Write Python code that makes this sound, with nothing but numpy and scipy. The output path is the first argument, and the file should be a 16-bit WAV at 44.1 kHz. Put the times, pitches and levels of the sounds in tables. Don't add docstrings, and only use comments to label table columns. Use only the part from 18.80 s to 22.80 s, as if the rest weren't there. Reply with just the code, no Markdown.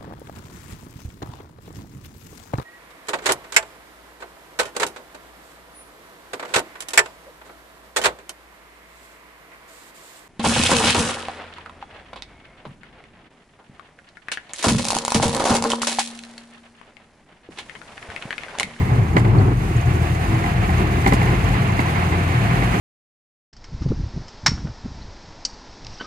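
import sys
import numpy as np
from scipy import signal
from scipy.fft import rfft, irfft
from scipy.io import wavfile
from scipy.ndimage import uniform_filter1d

SR = 44100
rng = np.random.default_rng(int(sys.argv[2]) if len(sys.argv) > 2 else 0)


def int16_out(signal):
    q = np.round(np.clip(np.atleast_2d(signal).T, -1, 1) * 32767)
    wavfile.write(sys.argv[1], SR, q.astype(np.int16))


N = 176400
T, HZ = np.arange(N) / SR, np.maximum(np.arange(N // 2 + 1) * SR / N, 1)

# (time [s], firing rate [Hz])
FIRING_RATE = [(0, 81.5), (1.0, 83), (2.2, 82.8), (2.6, 86.3), (4.0, 86.2)]
# (multiple of the firing rate, level [dB])
ENGINE_HARMONICS = [(1, -28), (2, -43), (4, -42.5)]
# (time [s], level [dB])
BOOM_FADER = [(0.0, -53), (0.07, -30), (0.8, -20), (1.34, -31), (1.51, -22), (1.57, -29), (1.94, -20),
              (1.99, -26), (2.73, -18.5), (2.84, -33), (3.43, -32), (3.44, -38), (3.85, -20), (4.0, -33)]
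# (frequency [Hz], width [Hz], relative level [dB])
BOOM_MODES = [(51.5, 5.4, 6), (46, 24, -21)]
# (time [s], level [dB])
RUMBLE_FADER = [(0.0, -22), (0.22, -14), (0.26, -33), (0.42, -16), (0.57, -15), (0.59, -12), (0.91, -29),
                (0.97, -14.5), (1.04, -31), (1.07, -17), (1.15, -21.5), (1.17, -40), (1.22, -15.5),
                (1.26, -33), (1.32, -21), (1.44, -29.5), (1.54, -17), (1.69, -30.5), (1.79, -17.5),
                (1.88, -30), (1.98, -22), (2.16, -26), (2.45, -18), (2.63, -26.5), (2.65, -20), (3.45, -31),
                (3.52, -26), (3.55, -18.5), (3.97, -24.5), (4.0, -24)]
# (frequency [Hz], width [Hz], relative level [dB])
RUMBLE_MODES = [(105.3, 15.4, -7), (122.4, 9.1, -4.5)]
# (time [s], level [dB])
DRUM_FADER = [(0, -24.5), (.3, -27.5), (.38, -19), (.6, -24.5), (.85, -27.5), (1.5, -27), (1.9, -23.5),
              (2.5, -24.5), (2.9, -24), (3.45, -25.5), (3.7, -22.5), (4, -24)]
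# (frequency [Hz], width [Hz], relative level [dB]), and its gain
DRUM_MODES, DRUM_GAIN_DB = [(158.4, 22.3, 4.5), (185, 30, 1)], -2
# (time [s], level [dB])
ROAD_FADER = [(0, -24), (.35, -22.5), (.42, -21.5), (.66, -24), (.85, -30.5), (1.4, -31), (1.7, -29.5),
              (2.5, -25.5), (2.8, -30), (3.45, -30), (3.8, -28.5), (4, -21)]
# (frequency [Hz], relative level [dB])
ROAD_EQ = [(20, -25), (40, -11), (66, 1.5), (140, -5.5), (215, -5), (290, -6.5), (370, -5), (450, -10.5),
           (560, -20), (760, -13.5), (1100, -17), (2000, -31), (4000, -48.5)]
# (time [s], level [dB])
ROAR_FADER = [(0, -30.5), (.3, -34.5), (.55, -35.5), (.8, -32), (1.0, -29), (1.4, -28.5), (2.0, -26),
              (2.5, -25), (2.75, -25), (3.1, -25.5), (3.6, -24.5), (4, -24)]
# (frequency [Hz], relative level [dB])
ROAR_EQ = [(250, 3.5), (560, -3), (620, -4), (700, 6), (790, -3), (1010, -4), (1130, 1.5), (1400, -3.5),
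           (1850, -1.5), (2080, -5.5), (2250, -3.5), (2700, -6), (3200, -13), (4400, -19.5), (5500, -30.5),
           (9000, -51)]
# (time [s], level [dB])
HISS_FADER = [(0, -46.5), (.3, -47), (.5, -50.5), (.82, -45.5), (.88, -43), (1.4, -43), (2.0, -41),
              (2.7, -41.5), (3.5, -42.5), (4, -40)]
# (frequency [Hz], relative level [dB])
HISS_EQ = [(2000, 2.5), (4200, 2), (5600, 0.5), (6300, 2.5), (7100, -0.5), (8000, -1), (9300, -1.5),
           (10500, -4), (12200, -5.5), (13500, -7.5), (16000, -11)]
# (time [s], level [dB])
BUZZ_FADER = [(0, -29.5), (.3, -39), (.6, -42), (.85, -45), (1.5, -34), (1.68, -30.5), (1.85, -35),
              (2.5, -31.5), (3.2, -28.5), (4, -33.5)]
# (frequency [Hz], width [Hz], relative level [dB])
DASH_MODES = [(778, 48, 1), (860, 85, 0), (1008, 45, -1.5), (1130, 130, -7), (1800, 400, -11),
              (2060, 140, 0), (2380, 300, -9), (2750, 300, -14), (4150, 1200, -16), (7400, 1800, -23)]
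# (frequency [Hz], width [Hz], relative level [dB])
CHIRP_MODES = [(6280, 400, 0), (7000, 450, -3.5), (10200, 900, -13), (14200, 1800, -11)]
# (time [s], knock drive [dB], thud level [dB], rattle level [dB])
BUMP_CUES = [(0.3627, -8, -10.5, -34), (0.380, -26, -34, -41), (0.400, -37, -23, -53),
             (0.446, -25, -21, -65), (1.069, -31.5, -24, -59), (1.437, -30, -33, -50),
             (1.636, -20, -27, -54), (1.657, -19.5, -23, -50), (1.888, -20.5, -26, -38),
             (2.2585, -10, -11.5, -26), (2.275, -21, -19.5, -42), (2.319, -12.5, -13, -28.5),
             (2.334, -22, -21, -44), (2.411, -17.5, -22.5, -37), (2.988, -15, -13.5, -33.5),
             (3.819, -20.5, -17.5, -39)]
# (frequency [Hz], relative level [dB])
THUD_EQ = [(60, -0.5), (150, -11.5), (270, 2), (400, -9), (550, -13), (1000, -15)]
# (frequency [Hz], relative level [dB])
RATTLE_EQ = [(800, -20), (2500, 13.5), (4600, 10.5), (5600, 6.5), (7300, 10), (9000, 4), (12000, 2.5),
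             (16000, -11)]
# (time [s], pitch [Hz], level [dB], pan left over right [dB])
LOUDER_CHIRP_CUES = [(0.589, 4380, -38, 3), (.967, 6900, -40, 0), (1.982, 6460, -41, -4),
                     (3.066, 6400, -43, -3), (3.946, 6500, -42, -1)]
# (time [s], level [dB])
TREAD_FADER = [(.88, -64), (.98, -36.5), (1.5, -41), (2.2, -38), (2.6, -52), (4, -56)]
# (frequency [Hz], width [Hz], relative level [dB])
TREAD_MODES = [(702, 28, 0)]
# (frequency [Hz], correlation [0-1])
MIC_CORRELATION = [(60, .995), (190, .975), (300, .88), (450, .75), (560, .55), (780, .65), (950, .3),
                   (1200, .5), (1700, .2), (2300, .4), (3200, .2), (7000, .38), (15000, .28)]
# (frequency [Hz], left over right [dB])
MIC_BALANCE = [(60, 3), (200, -0.1), (550, 0.5), (770, 2), (1170, -2.5), (1900, -5.5), (2700, -3),
               (4200, 0.5), (6400, -1), (9500, -10.5), (12000, -5.5), (15000, -4)]


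def from_db(db):
    return 10 ** (np.asarray(db) / 20)


def unit_rms(x):
    return x / np.sqrt(np.mean(x ** 2) + 1e-20)


def automation(rows):
    return np.interp(T, *np.transpose(rows))


def over_hz(rows):
    hz, value = np.transpose(rows)
    return np.interp(np.log(HZ), np.log(hz), value)


def eq(rows):
    return from_db(over_hz(rows)) / (1 + (HZ / rows[-1][0] / 2) ** 4)


def drift(hz):
    return unit_rms(irfft(rfft(rng.standard_normal(N)) / (1 + (HZ / hz) ** 2), N))


def at_mics(left, right, left_lag_s=.00042, in_step_below_hz=370):
    tilt = from_db(over_hz(MIC_BALANCE) / 2)
    lag = left_lag_s * HZ ** 2 / (HZ ** 2 + in_step_below_hz ** 2)
    return irfft(np.array([left * tilt * np.exp(-2j * np.pi * HZ * lag), right / tilt]), N)


def cabin_noise(gain=1):
    mid, side = rfft(rng.standard_normal((2, N)))
    alike = over_hz(MIC_CORRELATION)
    mid, side = gain * mid * np.sqrt(1 + alike), gain * side * np.sqrt(1 - alike)
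    return unit_rms(at_mics(mid + side, mid - side))


def resonant_noise(modes, even_s):
    gain = sum(from_db(db) / np.sqrt(width) / (1 + ((HZ - hz) / width) ** 2) ** 1.5
               for hz, width, db in modes)
    bands = cabin_noise(gain)
    power = np.mean(np.abs(signal.hilbert(bands)) ** 2, axis=0)
    return unit_rms(bands / np.sqrt(uniform_filter1d(power, int(even_s * SR)) + 1e-9))


def ring(x, modes):
    out, power = 0, 0
    for k, (hz, width, db) in enumerate(modes):
        radius = np.exp(-np.pi * width / SR)
        b = np.sqrt((1 - radius ** 2) / 2) * np.array([1, 0, -1])
        a = [1, -2 * radius * np.cos(2 * np.pi * hz / SR), radius ** 2]
        out = out + (-1) ** k * from_db(db) * signal.lfilter(b, a, x + 1e-18)
        power += from_db(db) ** 2
    return out / np.sqrt(power)


def burst(start, attack_s, hold_s, decay_s):
    age = T - start
    return np.clip(age / attack_s, 0, 1) * np.exp(-np.maximum(age - attack_s - hold_s, 0) / decay_s)


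def engine_drone(jitter=.0077, waver_db=4.5):
    firing_hz = automation(FIRING_RATE) * (1 + jitter * drift(6.86))
    phase = 2 * np.pi * np.cumsum(firing_hz) / SR
    drone = 0
    for multiple, db in ENGINE_HARMONICS:
        amplitude = np.sqrt(2) * from_db(db + waver_db * drift(3.4))
        drone = drone + amplitude * np.sin(multiple * phase + rng.uniform(0, 2 * np.pi))
    return at_mics(rfft(drone), rfft(drone))


def cabin_boom(boom_gain_db=-3, rumble_gain_db=1):
    boom = from_db(automation(BOOM_FADER) + boom_gain_db) * resonant_noise(BOOM_MODES, even_s=.075)
    rumble = from_db(automation(RUMBLE_FADER) + rumble_gain_db) * resonant_noise(RUMBLE_MODES, even_s=.07)
    drum = from_db(automation(DRUM_FADER) + DRUM_GAIN_DB) * resonant_noise(DRUM_MODES, even_s=.16)
    return boom + rumble + drum


def road_noise(flicker_db=3):
    return from_db(automation(ROAD_FADER) + flicker_db * drift(9.9)) * cabin_noise(eq(ROAD_EQ))


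def tyre_roar(flicker_db=1.17):
    return from_db(automation(ROAR_FADER) + flicker_db * drift(12.3)) * cabin_noise(eq(ROAR_EQ))


def tyre_hiss(flicker_db=1.23):
    return from_db(automation(HISS_FADER) + flicker_db * drift(12)) * cabin_noise(eq(HISS_EQ))


def dashboard_buzz(flicker_db=3, taps_per_s=23, taps_db=-42, spread_db=2.5, decay_s=.004):
    buzz = from_db(automation(BUZZ_FADER) + flicker_db * drift(25)) * cabin_noise()
    hits = rng.random(N) < taps_per_s / SR
    strength = from_db(spread_db * np.minimum(rng.exponential(1, N), 3))
    envelope = signal.lfilter([1], [1, -np.exp(-1 / (decay_s * SR))], hits * strength + 1e-18)
    chatter = from_db(taps_db) * unit_rms(envelope * cabin_noise())
    return ring(buzz + chatter, DASH_MODES)


def chirps(over_hiss_db=-3, spread_db=3.5, half_length_s=.0051):
    cycle_hz = automation(FIRING_RATE) / 4
    cycles = np.cumsum(cycle_hz) / SR + .15
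    nearest = np.round(cycles).astype(int)
    accent_db = spread_db * rng.uniform(-1.2, 1, nearest[-1] + 1)[nearest]
    pulse = np.exp(-((cycles - nearest) / cycle_hz / half_length_s) ** 2)
    level = from_db(automation(HISS_FADER) + over_hiss_db + accent_db)
    return level * pulse * ring(cabin_noise(), CHIRP_MODES)


def bumps(attack_s=.005, hold_s=.002, contact_s=.0045, scrape_db=-8, tail_db=-15, rattle_lag_s=.012):
    blows, rough, thud, rattle = np.zeros((4, N))
    for start, knock_db, thud_db, rattle_db in BUMP_CUES:
        blows[int((start + attack_s) * SR)] += from_db(knock_db) * np.sqrt(contact_s * SR)
        rough += from_db(knock_db + scrape_db) * burst(start, attack_s, hold_s, decay_s=.004)
        rough += from_db(knock_db + tail_db) * burst(start, attack_s, hold_s, decay_s=.02)
        thud += from_db(thud_db) * burst(start, attack_s, hold_s, decay_s=.011)
        rattle += from_db(rattle_db) * burst(start + rattle_lag_s, attack_s=.0051, hold_s=0, decay_s=.011)
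    knocks = ring(at_mics(rfft(blows), rfft(blows)) + rough * cabin_noise(), DASH_MODES)
    return knocks + thud * cabin_noise(eq(THUD_EQ)) + rattle * cabin_noise(eq(RATTLE_EQ))


def louder_chirps(half_length_s=.006, half_width_hz=150):
    out = 0
    for time, hz, db, pan_db in LOUDER_CHIRP_CUES:
        tone = cabin_noise(1 / (1 + ((HZ - hz) / half_width_hz) ** 4))
        blip = np.exp(-((T - time) / half_length_s) ** 2)
        out = out + from_db(db + pan_db * np.array([[.5], [-.5]])) * blip * tone
    return out


def tread_hum():
    return from_db(automation(TREAD_FADER)) * resonant_noise(TREAD_MODES, even_s=1)


def scene():
    engine = engine_drone() + chirps()
    road = cabin_boom() + road_noise()
    tyres = tyre_roar() + tread_hum() + tyre_hiss()
    return engine + road + tyres + bumps() + dashboard_buzz() + louder_chirps()


def record(dry, low_cut_hz=34, ceiling=.9, high_cut_hz=15750):
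    tightened = irfft(rfft(dry) / (1 + (low_cut_hz / HZ) ** 8), N)
    rounded = tightened / (1 + (tightened / ceiling) ** 6) ** (1 / 6)
    return irfft(rfft(rounded) / (1 + (HZ / high_cut_hz) ** 300), N)


dry = scene()
out = record(dry)
int16_out(out)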